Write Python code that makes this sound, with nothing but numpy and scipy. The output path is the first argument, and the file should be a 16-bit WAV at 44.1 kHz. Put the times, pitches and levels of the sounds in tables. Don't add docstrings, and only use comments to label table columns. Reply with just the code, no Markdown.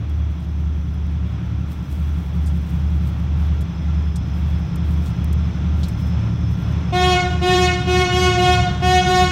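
import sys
import numpy as np
from scipy import signal
from scipy.fft import rfft, irfft, next_fast_len
from scipy.io import wavfile

SR = 44100
rng = np.random.default_rng(int(sys.argv[2]) if len(sys.argv) > 2 else 0)


def transcribe(u):
    v = np.clip(np.atleast_2d(u).T, -1, 1)
    q = np.round(v * 32767).astype(np.int16)
    wavfile.write(sys.argv[1], SR, q)


N = 410571
TIME = np.arange(N) / SR
FREQ = np.arange(N // 2 + 1) * SR / N
CRANK_HZ, THROTTLE_S, SPEEDUP_HZ_PER_S = 10.608, 4.6, .115

# (frequency [Hz], level [dB])
CLOTH_SPECTRUM = [(1500, -10), (4000, 8), (6000, 3), (9000, 6), (10500, -1.5), (11300, 4), (15500, 5.5)]
WHEEL_SPECTRUM = [(200, 3), (450, 0.5), (800, 0), (1300, -2.5), (1800, -7.5), (2500, -7.5), (2950, -10.5),
                  (3400, -9), (3800, -13.5), (4800, -21.5), (6500, -26), (8000, -33), (15000, -58)]
GAS_SPECTRUM = [(20, -22), (32, -17.5), (55, 6.5), (90, -1), (130, -1.5), (185, -1.5), (225, -4.5),
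                (280, -2), (350, -8.5), (440, -18.5), (800, -55)]
HORN_SPECTRUM = [(1090, -5.5), (1450, -7.5), (1800, -9.5), (2180, -9), (2500, -8.5), (3300, -9.5),
                 (4000, -13.5), (4700, -19), (6000, -19.5), (7000, -24.5), (8000, -30), (9500, -33),
                 (10500, -40), (11300, -36), (13500, -42.5), (15800, -50)]
# (start [s], length [s], level [dB])
SLEEVE_RUBS = [(1.716, 0.98, -59), (2.658, .53, -64), (3.4, .07, -57), (4.367, 0.23, -61),
               (4.863, 0.24, -54), (5.794, 0.13, -56), (6.004, 0.076, -55.5), (6.5, .22, -64)]
# (time [s], level [dB], length [s], low edge [Hz])
FOLD_SNAPS = [(.094, -51, 0.0058, 6000), (0.4, -52, .006, 5000), (.49, -68, 0.024, 5000),
              (0.943, -47, 0.0022, 9000), (1.066, -53, .003, 8000), (2.456, -41.5, 0.024, 4520),
              (3.607, -41.5, 0.011, 5000), (4.156, -33, 0.01, 4040), (4.756, -37.5, .005, 5500),
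              (5.054, -41, 0.02, 3500), (5.243, -35, 0.0024, 6500), (5.327, -36, 0.0056, 5500),
              (5.83, -27, 0.014, 2400), (5.882, -37, 0.0081, 5500), (6.622, -48, .003, 8000),
              (7.07, -48, 0.0044, 7260), (7.648, -41, .005, 7000)]
# (frequency [Hz], width [Hz], level [dB])
BLOWER_TONES = [(1364, 10, 0.5), (3310, 30, -3), (3450, 25, -8)]
TURBO_TONES = [(5170, 28, 0), (5190, 110, 0)]
TURBO_HISS = [(5720, 230, -61.5), (5970, 75, -64)]
# (time [s], level [dB])
TURBO_SWELL = [(0, -69), (3.5, -64.5), (3.95, -57), (5.5, -59.5), (5.7, -64), (5.95, -53.5), (6.85, -57.5)]
# (order [multiple of crank rate], leading engine [dB], second engine [dB])
EXHAUST_LINES = [(3, -56, -50.5), (4, -44.5, -47), (5, -51, -57), (6, -51, -32.5), (7, -22, -26.5),
                 (8, -42.5, -84), (9, -87, -34), (10, -35.5, -30.5), (11, -37.5, -32.5), (12, -50, -35),
                 (13, -34, -29.5), (14, -43.5, -50), (15, -36.5, -38), (16, -26.5, -36), (17, -32, -52),
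                 (18, -73.5, -42), (19, -43.5, -71), (20, -60, -44.5)]
# (time [s], beat rate [Hz])
ENGINE_BEAT = [(0.0, 2.39), (1.1, 2.01), (2.4, 2.47), (3.4, 1.71), (5.7, 2.58), (6.8, 3.34), (8.1, 3.48),
               (9.3, 2.2)]
# (time [s], both engines [dB], extra for the second engine [dB])
FIRING_SWELL = [(0, -1.5, 1), (.95, 0.5, -10), (1.65, -6, -1.5), (2.2, 0, -0.5), (3.2, 1.9, -5.5),
                (3.72, 0, 3.5), (4.25, 0, -5), (4.7, -1, 2), (5.6, 1.5, -0.5), (6.3, -3.5, 1), (9.3, -3, 1)]
# (time [s], level [dB])
DRONE_SWELL = [(0.1, 10), (.7, -1.5), (1.55, 8.5), (2.1, -5), (3.05, 7), (3.8, -17), (4.2, 5), (5.6, 4),
               (6.4, 13.5), (7.6, 8), (8.6, 14.5), (9.3, -5)]
OTHER_SWELL = [(0, -13), (.9, -7), (5.3, -2.04), (7.3, -4), (9.3, 0.5)]
# (valve opens [s], valve shuts [s], full pitch [Hz], fundamental [dB],
# bell resonance at the octave [dB], upper partials [dB], treble [dB])
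HORN_BLASTS = [(6.924, 7.137, 363.7, -21, -18, -22, -0.5), (7.414, 7.657, 364.1, -19, -20.5, -22, 0.5),
               (7.867, 8.018, 364.6, -18.5, -24.5, -21.5, -1), (8.111, 8.277, 365.1, -18.5, -23.5, -22, 1),
               (8.367, 8.539, 363.2, -20.5, -18.5, -23, 1), (8.819, 8.973, 367, -22, -18, -23, 2.5),
               (9.055, 9.228, 366.2, -21, -20, -22.5, 2)]


def undb(db):
    return 10 ** (np.asarray(db) / 20)


def unit(x):
    return x / np.sqrt(np.mean(x ** 2))


def curves(table):
    times, *columns = np.transpose(table)
    return [np.interp(TIME, times, column) for column in columns]


def colour(spectrum, hz=FREQ):
    points_hz, db = np.transpose(spectrum)
    return undb(np.interp(np.log(hz + 1e-9), np.log(points_hz), db))


def shape(x, gain):
    size = next_fast_len(N, real=True)
    bin_gain = np.interp(np.arange(size // 2 + 1) * SR / size, FREQ, gain)
    return unit(irfft(rfft(x, size) * bin_gain, size)[:N])


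def noise():
    return rng.standard_normal(N)


def walk(rate_hz):
    knots = rng.standard_normal(16384)
    place = TIME * rate_hz
    i = place.astype(int)
    u = place - i
    return knots[i] + (knots[i + 1] - knots[i]) * u * u * (3 - 2 * u)


def nearing(start_db, rise_db_per_s):
    return start_db + rise_db_per_s * TIME


def crank_rate():
    return CRANK_HZ + SPEEDUP_HZ_PER_S * np.maximum(TIME - THROTTLE_S, 0)


def rubbing(attack_s=.04, release_s=.024, rest_db=-67.5):
    strength = undb(rest_db)
    for start, length, db in SLEEVE_RUBS:
        ramp = np.minimum((TIME - start) / attack_s, (start + length - TIME) / release_s)
        strength = strength + undb(db) * np.clip(ramp + 1, 0, 1)
    return strength


def clothing(rustle_db=-2, grain_db=8, patchy_db=3.5, snap_db=-1):
    cloth = colour(CLOTH_SPECTRUM)
    fibres = shape(noise() * undb(grain_db * noise()), cloth)
    out = fibres * rubbing() * undb(rustle_db + patchy_db * walk(25))
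    scuff = shape(noise() * undb(1.8 * walk(900)), cloth)
    for start, db, length, low_hz in FOLD_SNAPS:
        span = slice(int(start * SR), int(start * SR) + SR // 8)
        age = np.arange(SR // 8) / SR / (length / 2)
        burst = scuff[span] * age * np.exp(1 - age)
        band_hz = [low_hz, min(2.42 * low_hz, .45 * SR)]
        fold = signal.butter(2, band_hz, "band", fs=SR, output="sos")
        out[span] += undb(db + snap_db) * signal.sosfilt(fold, burst)
    return out


def wheels(flicker_db=.82, low_cut_hz=200):
    roar = shape(noise(), colour(WHEEL_SPECTRUM) * FREQ / np.hypot(FREQ, low_cut_hz))
    return roar * undb(nearing(-45.5, .89) + flicker_db * walk(5.8))


def blade_tones(tones, swell_db, spool=.53):
    spin = np.cumsum((crank_rate() / CRANK_HZ) ** spool) / SR
    out = 0
    for hz, width, db in tones:
        flutter = .6 + .63 * (walk(2 * width) + 1j * walk(2 * width))
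        angle = 2 * np.pi * hz * spin + width / 70 * walk(2 * width)
        out = out + undb(swell_db + db) * np.real(flutter * np.exp(1j * angle))
    return out


def blowers():
    return blade_tones(BLOWER_TONES, nearing(-58, 1))


def turbochargers():
    swell_db, = curves(TURBO_SWELL)
    return blade_tones(TURBO_TONES, swell_db) + blade_tones(TURBO_HISS, nearing(-2.4, .96))


def exhausts(firing_order=7, firing_db=.5, drone_order=10, drone_db=-8, waver_db=2.5, wander_rad=.47):
    firing_swell, second_extra = curves(FIRING_SWELL)
    drone_swell, = curves(DRONE_SWELL)
    other_swell, = curves(OTHER_SWELL)
    beat_hz, = curves(ENGINE_BEAT)
    lead_turns = np.cumsum(crank_rate()) / SR
    firings_ahead = np.cumsum(beat_hz) / SR + .5
    second_turns = lead_turns + firings_ahead / firing_order
    lines = 0
    for order, lead_db, second_db in EXHAUST_LINES:
        for turns, db, extra_db in ((lead_turns, lead_db, 0), (second_turns, second_db, second_extra)):
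            angle = 2 * np.pi * order * turns
            if order == firing_order:
                lines = lines + undb(db + firing_swell + extra_db + firing_db) * np.sin(angle)
            else:
                drift = 2 * np.pi * rng.random() + wander_rad * walk(3)
                swell = drone_swell + drone_db if order == drone_order else other_swell
                lines = lines + undb(db + swell + waver_db * walk(2.107)) * np.sin(angle + drift)
    rumble = shape(noise(), colour(GAS_SPECTRUM))
    return np.sqrt(2) * lines + rumble * undb(nearing(-36, .46))


def station_echoes(direct, near_s=.085, near_db=-5, far_s=.19, far_db=-10, tail_db=-4, t60_s=1.0):
    t = TIME[:SR]
    tail = rng.standard_normal(SR) * undb(-60 * t / t60_s) * (1 - np.exp(-t / .029))
    scattered = signal.fftconvolve(direct, tail / np.linalg.norm(tail))[:N]
    near = np.interp(TIME - near_s, TIME, direct)
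    dull = signal.butter(2, 1800, fs=SR, output="sos")
    far = signal.sosfilt(dull, np.interp(TIME - far_s, TIME, direct))
    returns = undb(tail_db) * scattered + undb(near_db) * near + undb(far_db) * far
    band = signal.butter(2, [850, 8000], "band", fs=SR, output="sos")
    return direct + signal.sosfilt(band, returns)


def horn_pressure(rise_s=.032, fall_s=.04):
    pressure = 0
    for opens, shuts, *_ in HORN_BLASTS:
        filling = 1 - np.exp(-np.maximum(TIME - opens, 0) / rise_s)
        draining = np.exp(-np.maximum(TIME - shuts, 0) / fall_s)
        pressure = pressure + filling * draining
    return np.clip(pressure, 0, 1)


def air_horn(sag_hz=6.5, jitter=.0013, dull_db=5, air_db=-18, spread_rad=.069):
    pressure = horn_pressure()
    held_settings = [(time, *blast[2:]) for blast in HORN_BLASTS for time in blast[:2]]
    full_hz, fundamental_db, bell_db, upper_db, treble_db = curves(held_settings)
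    pitch_hz = full_hz - sag_hz * (1 - pressure)
    angle = 2 * np.pi * np.cumsum(pitch_hz * (1 + jitter * walk(140))) / SR
    tone = 0
    for k, db in ((1, fundamental_db), (2, bell_db)):
        gain = np.sqrt(2) * pressure ** .42 * undb(db + 1.5 * walk(24))
        tone = tone + gain * np.sin(k * angle + .66 * walk(24))
    upper_gain = pressure ** .7 * undb(upper_db)
    bright_db = treble_db - dull_db * (1 - pressure)
    for k in range(3, 44):
        partial_hz = k * full_hz[-1]
        treble_share = np.clip((partial_hz - 2500) / 4000, 0, 1)
        gain = colour(HORN_SPECTRUM, partial_hz) * upper_gain * undb(treble_share * bright_db)
        phase = k * angle + .5 * rng.normal() + spread_rad * k * k
        depth, rate_hz = .6 * np.tanh(partial_hz / 2000), 26 + 1.5 * k
        partial = (1 + depth * walk(rate_hz)) * np.sin(phase) + depth * walk(rate_hz) * np.cos(phase)
        tone = tone + gain * unit(partial)
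    air = shape(noise() * (1 + np.cos(angle)), colour(HORN_SPECTRUM))
    return tone + air * upper_gain * undb(air_db)


def scene():
    train = exhausts() + wheels() + blowers() + turbochargers()
    return (train + station_echoes(air_horn()) + clothing())[None]


def record(dry, top_hz=15800):
    return signal.sosfilt(signal.ellip(10, .2, 70, top_hz, fs=SR, output="sos"), dry)


dry = scene()
out = record(dry)
transcribe(out)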